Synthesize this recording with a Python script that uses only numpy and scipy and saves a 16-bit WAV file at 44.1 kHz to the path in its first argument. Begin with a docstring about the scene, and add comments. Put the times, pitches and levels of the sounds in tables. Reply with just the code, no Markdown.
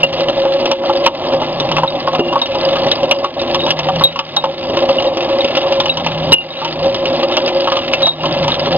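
"""An electric mixer's steel drum turns, tumbling steel balls, rods and grit.
Gear teeth and the rolling load shake the shell into a rumbling drone, and the stand hums beneath it.
Grit hisses, small pieces clatter, heavy ones crack and boom on the wall, rods and other steel ring.
A small camera close by hears it through a narrow band, overloads on the hardest blows, then ducks."""
import sys
import numpy as np
from scipy import signal
from scipy.fft import rfft, irfft, next_fast_len
from scipy.io import wavfile
from scipy.ndimage import uniform_filter1d

SR = 44100
rng = np.random.default_rng(int(sys.argv[2]) if len(sys.argv) > 2 else 0)


def generate_wav(signal):
    """Clip the signal to [-1, 1] and save it as 16-bit WAV at the path in sys.argv[1]."""
    frames = np.transpose(np.atleast_2d(signal))
    scaled = np.clip(frames, -1, 1) * 32767
    pcm = np.round(scaled).astype(np.int16)
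    wavfile.write(sys.argv[1], SR, pcm)


N = 386757
TEETH_PER_S, TURN_S = 44.0, 2.21
HEAVY, SMALL, LOW_SHAKE, SHELL_RING = 1, 2, 3, 4  # columns of the load's levels

# The drum shell's low, middle and high modes: pitch_hz, width_hz
SHELL_MODES = [(157, 12), (349, 14), (544, 7)]
# The bright tone of steel hitting steel: frequency_hz, level_db
STEEL_SPECTRUM = [(760, -34), (1300, -8), (1390, -8), (1490, -28.5), (1690, -6), (1890, -18.5), (2020, -9),
                  (2260, -12.5), (2500, -9), (2780, -2.5), (3450, -7.5), (3710, -5.5), (3880, -12),
                  (4060, -12), (4900, -12.5), (6370, -27.5), (10800, -120)]


def gain_of(db):
    """Decibels to a gain."""
    return 10 ** (np.asarray(db) / 20)


def unit_rms(x):
    """Scales to rms 1."""
    return x / np.sqrt(np.mean(x ** 2) + 1e-20)


def coloured(x, spectrum):
    """Equalises x along a curve of (frequency_hz, level_db) points."""
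    hz, db = np.transpose(spectrum)
    bins_hz = np.fft.rfftfreq(len(x), 1 / SR)
    curve_db = np.interp(np.log(bins_hz + 1), np.log(hz), db, -90, -90)
    return irfft(rfft(x) * gain_of(curve_db), len(x))


def resonate(x, hz, width_hz):
    """One resonance as a complex wave: the real part is the sound, the magnitude its envelope."""
    radius = np.exp(-np.pi * width_hz / SR)
    return 2 * signal.lfilter([1 - radius], [1, -radius * np.exp(2j * np.pi * hz / SR)], x)


def burst(spectrum, t60_s, rise_s):
    """Many modes struck at once: coloured noise with a quick attack and a decay."""
    t = np.arange(8192) / SR
    noise = unit_rms(coloured(rng.standard_normal(len(t)), spectrum))
    return noise * (1 - np.exp(-t / rise_s)) * gain_of(-60 * t / t60_s) / 2


def struck(hz, t60_s):
    """One mode set ringing by a single blow."""
    t = np.arange(8192) / SR
    return np.sin(2 * np.pi * hz * t) * gain_of(-60 * t / t60_s) * (1 - np.exp(-t / 0.00077))


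def knocks(spectrum, per_s, spread_db, t60_s, pitch_range_hz, pieces):
    """Random knocks of uneven force, each from one of several pieces with its own pitch."""
    out = np.zeros(N)
    for hz in np.geomspace(*pitch_range_hz, pieces):
        force = gain_of(spread_db * np.minimum(rng.exponential(1, N), 4))
        hits = force * (rng.random(N) < per_s / pieces / SR)
        knock = burst(spectrum, t60_s * rng.uniform(1.0, 1.2), rise_s=0.00026)
        ring = resonate(knock, hz, width_hz=0.049 * hz).real
        out += signal.oaconvolve(hits, knock + 3.2 * ring)[:N]
    return unit_rms(out)


def load_db(column):
    """The slow swell and ebb of one part of the tumble."""
    # The tumbling load's levels: time_s, heavy_db, small_db, extra_low_shake_db, extra_shell_ring_db
    levels = [(0.0, -25.5, -29.5, 1.5, -1), (0.51, -26, -30.5, 0, 2), (0.68, -23.5, -29.5, -2.5, 3),
              (2.29, -27, -32.5, -3, -3), (2.93, -21, -26, 2.5, 0.5), (3.32, -25.5, -31.5, 3, -0.5),
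              (3.86, -26.5, -30, -3, 4), (3.98, -28, -30, 1, -1), (4.17, -33, -35, 0.5, -0.5),
              (4.64, -28, -33, -0.5, 3), (4.88, -21.5, -27, -1, 0.5), (6.2, -28, -30.5, -1.5, -0.5),
              (6.32, -24, -29, 4, -1), (6.6, -34, -31.5, -3, 3), (6.81, -25, -30.5, 5, -2),
              (7.3, -24.5, -27.5, -1.5, 3), (7.79, -28.5, -30.5, 3, 1.5), (8.21, -27, -31, -2.5, -1.5),
              (8.55, -24, -26, -2, 0), (8.77, -21.5, -27, 3, 0)]
    rows = np.array(levels)
    return np.interp(np.arange(N) / SR, rows[:, 0], rows[:, column])


def turn_gain(column, extra):
    """The load damps each mode in its own part of the turn; this cycle rides on the heavy pieces' level."""
    # Level offsets through one turn: time_s, low_mode_db, middle_mode_db, high_mode_db, stand_db
    one_turn = [(0.05, -2.5, -7, 3, -13), (0.3, -10.5, -2.5, 6.5, -10), (0.55, -9.5, -3.5, 9, -15),
                (0.75, -14.5, -3, 0, -15), (0.95, -12, -0.5, 11, -15), (1.15, -14.5, -4, -2, -14.5),
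                (1.35, -6.5, -0.5, 8, -8), (1.55, 1, -9.5, -15, -8.5), (1.78, 5.5, -10.5, -4, -3.5),
                (1.95, -2.5, -6.5, -14.5, -8)]
    rows = np.array(one_turn)
    turn_db = np.interp(np.arange(N) / SR, rows[:, 0], rows[:, column], period=TURN_S)
    return gain_of(load_db(HEAVY) + load_db(extra) + turn_db)


def drum_shell():
    """Gear teeth tap the rim steadily and the load rolls unevenly, driving a rumble and three modes."""
    # The shell's broad rumble: frequency_hz, level_db
    rumble_spectrum = [(65, -44.5), (110, -21), (157, -13), (204, -25.5), (254, -7), (346, -8.5),
                       (383, -23.5), (415, -10), (445, -20), (541, 2), (599, -4.5), (1130, -13),
                       (1500, -39.5), (1700, -26.5), (2210, -62.5), (3740, -120)]
    drift = uniform_filter1d(uniform_filter1d(rng.standard_normal(N + 1), 1500), 1500)
    backlash_teeth = .02 * unit_rms(drift)
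    tooth_count = np.floor(np.arange(N + 1) * TEETH_PER_S / SR + backlash_teeth)
    taps = np.diff(tooth_count) * gain_of(8.2 * np.clip(rng.standard_normal(N), -2, 1))
    drive = 0.56 * unit_rms(taps) + rng.standard_normal(N)
    drone = np.zeros(N)
    for k, (hz, width_hz) in enumerate(SHELL_MODES):
        swing = resonate(resonate(drive, hz, width_hz).real, hz, 5.8 * width_hz)
        sustained = swing.real / (abs(swing) + 1e-9) ** .7  # constantly driven, so steadier than noise
        drone += turn_gain(column=1 + k, extra=SHELL_RING if k else LOW_SHAKE) * unit_rms(sustained)
    tooth_thud = burst(rumble_spectrum, t60_s=0.095, rise_s=0.0068)
    gears = unit_rms(signal.oaconvolve(taps, tooth_thud)[:N])
    rolling = knocks(rumble_spectrum, per_s=420, spread_db=1.86, t60_s=0.17,
                     pitch_range_hz=(250, 1400), pieces=10)
    return drone + gain_of(load_db(HEAVY) + 2) * (1.613 * rolling + 1.08 * gears)


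def stand_hum():
    """The stand hums at the tooth rate and its octave, and shakes loosely."""
    # The stand's low shudder: frequency_hz, level_db
    shake_spectrum = [(12, -40.5), (20, -7.5), (32, -15.5), (64, -5.5), (125, 2), (160, -33.5), (280, -120)]
    shake = unit_rms(coloured(rng.standard_normal(N), shake_spectrum))
    tooth_phase = 2 * np.pi * TEETH_PER_S * np.arange(N) / SR
    hum = 0.38 * np.sin(tooth_phase) + 0.58 * np.sin(2 * tooth_phase)
    return turn_gain(column=4, extra=LOW_SHAKE) * (0.72 * shake + hum)


def clatter():
    """Grit hisses down the wall under a patter of small pieces."""
    grit = unit_rms(coloured(rng.standard_normal(N), STEEL_SPECTRUM))
    patter = knocks(STEEL_SPECTRUM, per_s=300, spread_db=3.76, t60_s=0.056,
                    pitch_range_hz=(1600, 4800), pieces=14)
    return gain_of(load_db(SMALL) + 1.5) * (0.56 * grit + 1.58 * patter)


def ringing_steel():
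    """Rods and other pieces bend in two planes, so close modes beat; contact with the load adds waver."""
    # Rings and swells of rods and other steel pieces, near 2.8 or 3.8 kHz:
    # start_s, level_db, pitch_hz, t60_s
    rings = [(0.0313, -3.5, 2790, 0.1), (1.8768, -9, 3770, 0.065), (2.201, -21, 2814, 0.32),
             (2.285, -18, 2810, 0.17), (2.4155, -8, 3766, 0.1), (2.915, -6, 3800, 0.061),
             (3.115, -5.5, 2844, 0.056), (3.395, -15.5, 3760, 0.039), (3.5917, -18, 3730, 0.18),
             (3.635, -15.5, 3800, 0.069), (4.0377, 2, 3800, 0.15), (4.368, -6, 3780, 0.11),
             (4.9846, -7, 2880, 0.052), (5.0694, -19.5, 3790, 0.081), (5.407, -8.5, 3750, 0.035),
             (5.8935, -7, 2755, 0.042), (5.897, -8.5, 3820, 0.11), (6.32, -5.5, 3845, 0.066),
             (6.329, 7, 2840, 0.12), (6.383, -2, 2810, 0.12), (6.5044, -18, 3760, 0.1),
             (6.57, -18, 3880, 0.059), (7.9341, -9, 2680, 0.085), (8.0292, -8.5, 3820, 0.23),
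             (8.0563, -1.5, 3812, 0.16), (8.089, -6, 3746, 0.09), (8.2047, -21.5, 2820, 0.14),
             (8.519, -6, 3730, 0.028)]
    out = np.zeros(N + SR)
    t = np.arange(SR // 2) / SR
    attack = 1 - np.exp(-t / .0008)
    for start_s, level_db, hz, t60_s in rings:
        jostle = unit_rms(uniform_filter1d(rng.standard_normal(len(t)), 300))
        waver = gain_of(2.5 * np.minimum(t / .03, 1) * jostle)
        pair = 1.41 * np.sin(2 * np.pi * hz * t) + 0.47 * np.sin(2 * np.pi * .991 * hz * t)
        decay_db = 60 * (t / t60_s) ** 1.134  # steepens as the load smothers the ring
        out[round(start_s * SR):][:len(t)] += gain_of(level_db - decay_db) * pair * waver * attack
    return out[:N]


def heavy_blows():
    """Each heavy piece ticks and cracks on steel, clunks on the wall and sets the shell booming."""
    # Heavy pieces landing: start_s, crack_db, crack_hz, clunk_db, clunk_hz, boom_db, ring_db
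    landings = [(0.0333, -9, 2820, -18, 690, -22, -6), (0.1281, -11, 2780, -27, 610, -30, -24),
                (0.1979, -15, 3060, -25.5, 633, -24, -8.5), (0.2848, -9.5, 3060, -14.5, 767, -18.5, -7),
                (0.4514, -23, 2670, -12.5, 820, -20, -5), (0.6559, -6.5, 2960, -23, 610, -24, -4.5),
                (0.7143, -3.5, 3150, -13, 895, -32, -10), (0.8355, -23, 2850, -16, 650, -26, -18),
                (0.8954, -17, 3060, -9, 853, -20, -17), (1.0625, 3, 2880, -1, 944, -14.5, -12),
                (1.3354, -12.5, 2450, -16, 780, -14, -19), (1.4157, -14, 3100, -13, 860, -15, -10.5),
                (1.6003, -6.5, 3590, -20, 940, -17, -17), (1.715, -7, 3100, -13.5, 897, -23, -24),
                (1.7654, -5, 2500, -14.5, 1154, -25, -30), (1.7824, -10, 2840, -9, 813, -23, -28),
                (1.8334, -17, 2910, -5.5, 907, -23, -10), (2.0744, -17, 3180, -5, 1085, -24, -11),
                (2.1314, -15, 3650, -10, 737, -22, -16), (2.15, -10, 2620, -11.5, 730, -22, -14),
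                (2.1934, -13, 2750, -15, 678, -4, -19), (2.3264, -15, 2690, -10.5, 1100, -20, -17),
                (2.3564, -21.5, 2690, -6, 1100, -38, -15.5), (2.4169, -9, 3790, -15, 940, -33, -22),
                (2.4568, -8, 3000, -33, 910, -31, -34), (2.5504, -14, 2720, -16, 826, -20.5, -10),
                (2.7566, -10.5, 2990, -15, 1244, -21, -21), (2.8654, -11, 2000, -14.5, 622, -18, -10.5),
                (2.9143, 0, 3670, -23, 624, -21, -15), (3.031, -12, 2950, -27, 650, -16, -2.5),
                (3.1114, 3.5, 2720, -7, 598, -19, -19), (3.2435, -9.5, 2810, -7, 1114, -22, -27),
                (3.4156, -10, 3800, -28, 921, -36, -12), (3.5453, -1.5, 3450, -10.5, 1110, -27, -30),
                (3.6631, -9, 3300, -11.5, 622, -20, -25), (3.705, 0, 3200, -24, 1115, -31, -24),
                (3.7898, -4.5, 2700, -13.5, 670, -28, -20), (3.8864, -12.5, 2900, -7.5, 756, -26, -34),
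                (3.9599, -15, 2800, -19, 638, -22, -29), (4.0098, -11, 2210, -7, 1110, -16, -13),
                (4.0372, -6, 3780, -29, 643, -32, -28), (4.1584, -8.5, 2830, -12, 1100, -30, -16),
                (4.1904, -1.5, 2980, -10.5, 1146, -30, -14), (4.3644, -5, 3700, -12, 824, -38, -26),
                (4.4393, -9, 2940, -7, 885, -26, -5.5), (4.6972, -17, 2860, -20, 624, -11, -13.5),
                (4.7436, -16, 2040, -19.5, 686, -15, -13), (4.7701, -6.5, 2690, -16, 1060, -20, -8),
                (4.8893, -7, 2860, -10, 656, -14, -2), (4.9851, -22, 2820, -25, 641, -24, -18),
                (5.0225, -7, 3140, -26, 676, -19, -20), (5.0524, -14, 2870, -28, 624, -19, -4.5),
                (5.1704, -9.5, 2810, -16, 686, -16.5, -14), (5.225, -16, 2800, -22, 613, -26, -9),
                (5.444, -6, 2760, -21, 746, -11, -9), (5.5692, -5.5, 3160, -18, 655, -24, -12.5),
                (5.7229, -8.5, 2780, -17.5, 859, -26, -11), (5.8007, -0.5, 3400, -11, 1030, -22, -24),
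                (5.8571, -6, 2920, -13, 840, -34, -11), (5.9713, -8, 3150, -16, 930, -37, -37),
                (6.0636, -5.5, 2710, -13, 850, -34, -17), (6.3195, -1.5, 3900, -10.5, 947, -8.5, -23),
                (6.327, 5, 2860, -19, 830, -23, -24), (6.6164, -25, 2760, -12, 888, -21.5, -38),
                (6.6474, -8.5, 2940, -15, 920, -23.5, -30), (6.8594, -16, 2010, -21, 623, -17, -6.5),
                (6.9446, -8, 3200, -17.5, 627, -17, -15), (7.0549, -7.5, 2650, -31, 634, -18, -20),
                (7.2284, -18, 3090, -17.5, 1200, -24, -9.5), (7.3687, -2, 3120, -9.5, 620, -37.5, -20),
                (7.4759, -7.5, 2930, -30, 614, -26.5, -4.5), (7.673, -10.5, 2830, -6.5, 1110, -38, -10.5),
                (7.7194, -9, 2800, -11.5, 1230, -22, -11), (7.7682, -6, 3130, -12.5, 1200, -25, -16),
                (7.9339, -1, 2540, -22, 983, -30, -12), (8.0204, -6, 3800, -18.5, 700, -28, -15),
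                (8.0684, -2.5, 3830, -8, 683, -32, -28), (8.2332, -14.5, 2830, -9, 1046, -17.5, -29),
                (8.2551, -10.5, 2980, -17, 858, -21, -22), (8.4402, -10.5, 3370, -12, 880, -37, -22),
                (8.4796, -5, 3100, -12, 908, -26, -24), (8.6694, -15, 3110, -19.5, 705, -12, -20)]
    # The first contact of steel on steel: frequency_hz, level_db
    tick_spectrum = [(3000, -24.5), (4600, -2), (5800, -1), (7500, -38)]
    # The wall's midrange clunk: frequency_hz, level_db
    clunk_spectrum = [(300, -33.5), (600, -10.5), (900, 10), (1300, 2), (1500, -9), (1750, -14),
                      (2300, -30.5)]
    middle_mode_hz, high_mode_hz = SHELL_MODES[1][0], SHELL_MODES[2][0]
    boom = 0.66 * struck(270, t60_s=0.092) + 1.3 * struck(410, t60_s=0.06)
    boom += 0.37 * struck(middle_mode_hz, t60_s=0.73)
    ring = struck(high_mode_hz, t60_s=.22)
    out = np.zeros(N + SR)
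    for start_s, crack_db, crack_hz, clunk_db, clunk_hz, boom_db, ring_db in landings:
        snap = burst(STEEL_SPECTRUM, t60_s=0.069, rise_s=0.00023)
        tick = burst(tick_spectrum, t60_s=0.046, rise_s=0.0001)
        crack = 0.53 * snap + 1.22 * resonate(snap, crack_hz, width_hz=600).real + 0.4 * tick
        clunk = 1.55 * burst(clunk_spectrum, t60_s=0.093, rise_s=0.0007)
        clunk += 0.79 * struck(clunk_hz, t60_s=0.13)
        blow = gain_of(crack_db) * crack + gain_of(clunk_db) * clunk
        blow += gain_of(boom_db) * boom + gain_of(ring_db) * ring
        out[round(start_s * SR):][:len(blow)] += blow
    return out[:N]


def dip_gain():
    """The tumble dips briefly, mostly just after a heavy blow: quickly down, slowly back."""
    # Dips in the tumble's level (a negative depth is a lift): start_s, depth_db
    dips = [(0.719, 8), (1.07, 2), (1.43, 2.5), (1.85, 4), (2.4, 5), (3.25, 8), (3.72, 2.5), (4.04, -2),
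            (4.2, 5.5), (4.5, 4.5), (5.1, 3.5), (5.881, 4), (6.34, 2), (6.701, 3), (6.92, 4.5), (8.07, 3.5),
            (8.55, 3.5)]
    fall_s, return_s = 0.026, .12
    t = np.arange(SR) / SR
    shape = (1 - np.exp(-t / fall_s)) * np.exp(-(t / return_s) ** 2)
    level_db = np.zeros(N + SR)
    for start_s, depth_db in dips:
        level_db[round(start_s * SR):][:SR] -= depth_db * shape / shape.max()
    return gain_of(level_db[:N])


def scene():
    """The tumbling bed with blows and ringing steel on top, the same in both channels."""
    tumble = dip_gain() * (drum_shell() + stand_hum() + clatter())
    return np.tile(tumble + heavy_blows() + ringing_steel(), (2, 1))


def record(dry):
    """The camera ducks too late, so hard blows clip; it dulls the treble and the left channel trails."""
    threshold_db, duck_delay_s, left_lag_s = -13.0, 0.022, .000084
    narrow_band_hz, band_limit_hz = 6430, 15800
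    samples = np.arange(N)
    level_db = 20 * np.log10(uniform_filter1d(abs(dry[0]), 200) + 1e-9)
    release_db = samples * 65.4 / SR
    held_db = np.maximum.accumulate(level_db + release_db) - release_db  # holds each peak, then sinks
    over_db = uniform_filter1d(np.maximum(held_db - threshold_db, 0), 300)
    duck_db = 0.65 * np.interp(samples - duck_delay_s * SR, samples, over_db)
    clipped = np.clip(dry[0] / gain_of(duck_db), -.99, .99)
    narrow_band = signal.firwin(111, narrow_band_hz, window=("kaiser", 10), fs=SR)
    band_limit = signal.firwin(511, band_limit_hz, window=("kaiser", 9), fs=SR)
    dulled = signal.oaconvolve(clipped, narrow_band, "same")
    right = signal.oaconvolve(np.clip(dulled, -1, 1), band_limit, "same")
    size = next_fast_len(N + 64)
    lag = np.exp(-2j * np.pi * np.fft.rfftfreq(size, 1 / SR) * left_lag_s)
    left = irfft(rfft(right, size) * lag, size)[:N]
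    return np.clip([left, right], -1, 1)


dry = scene()
out = record(dry)
generate_wav(out)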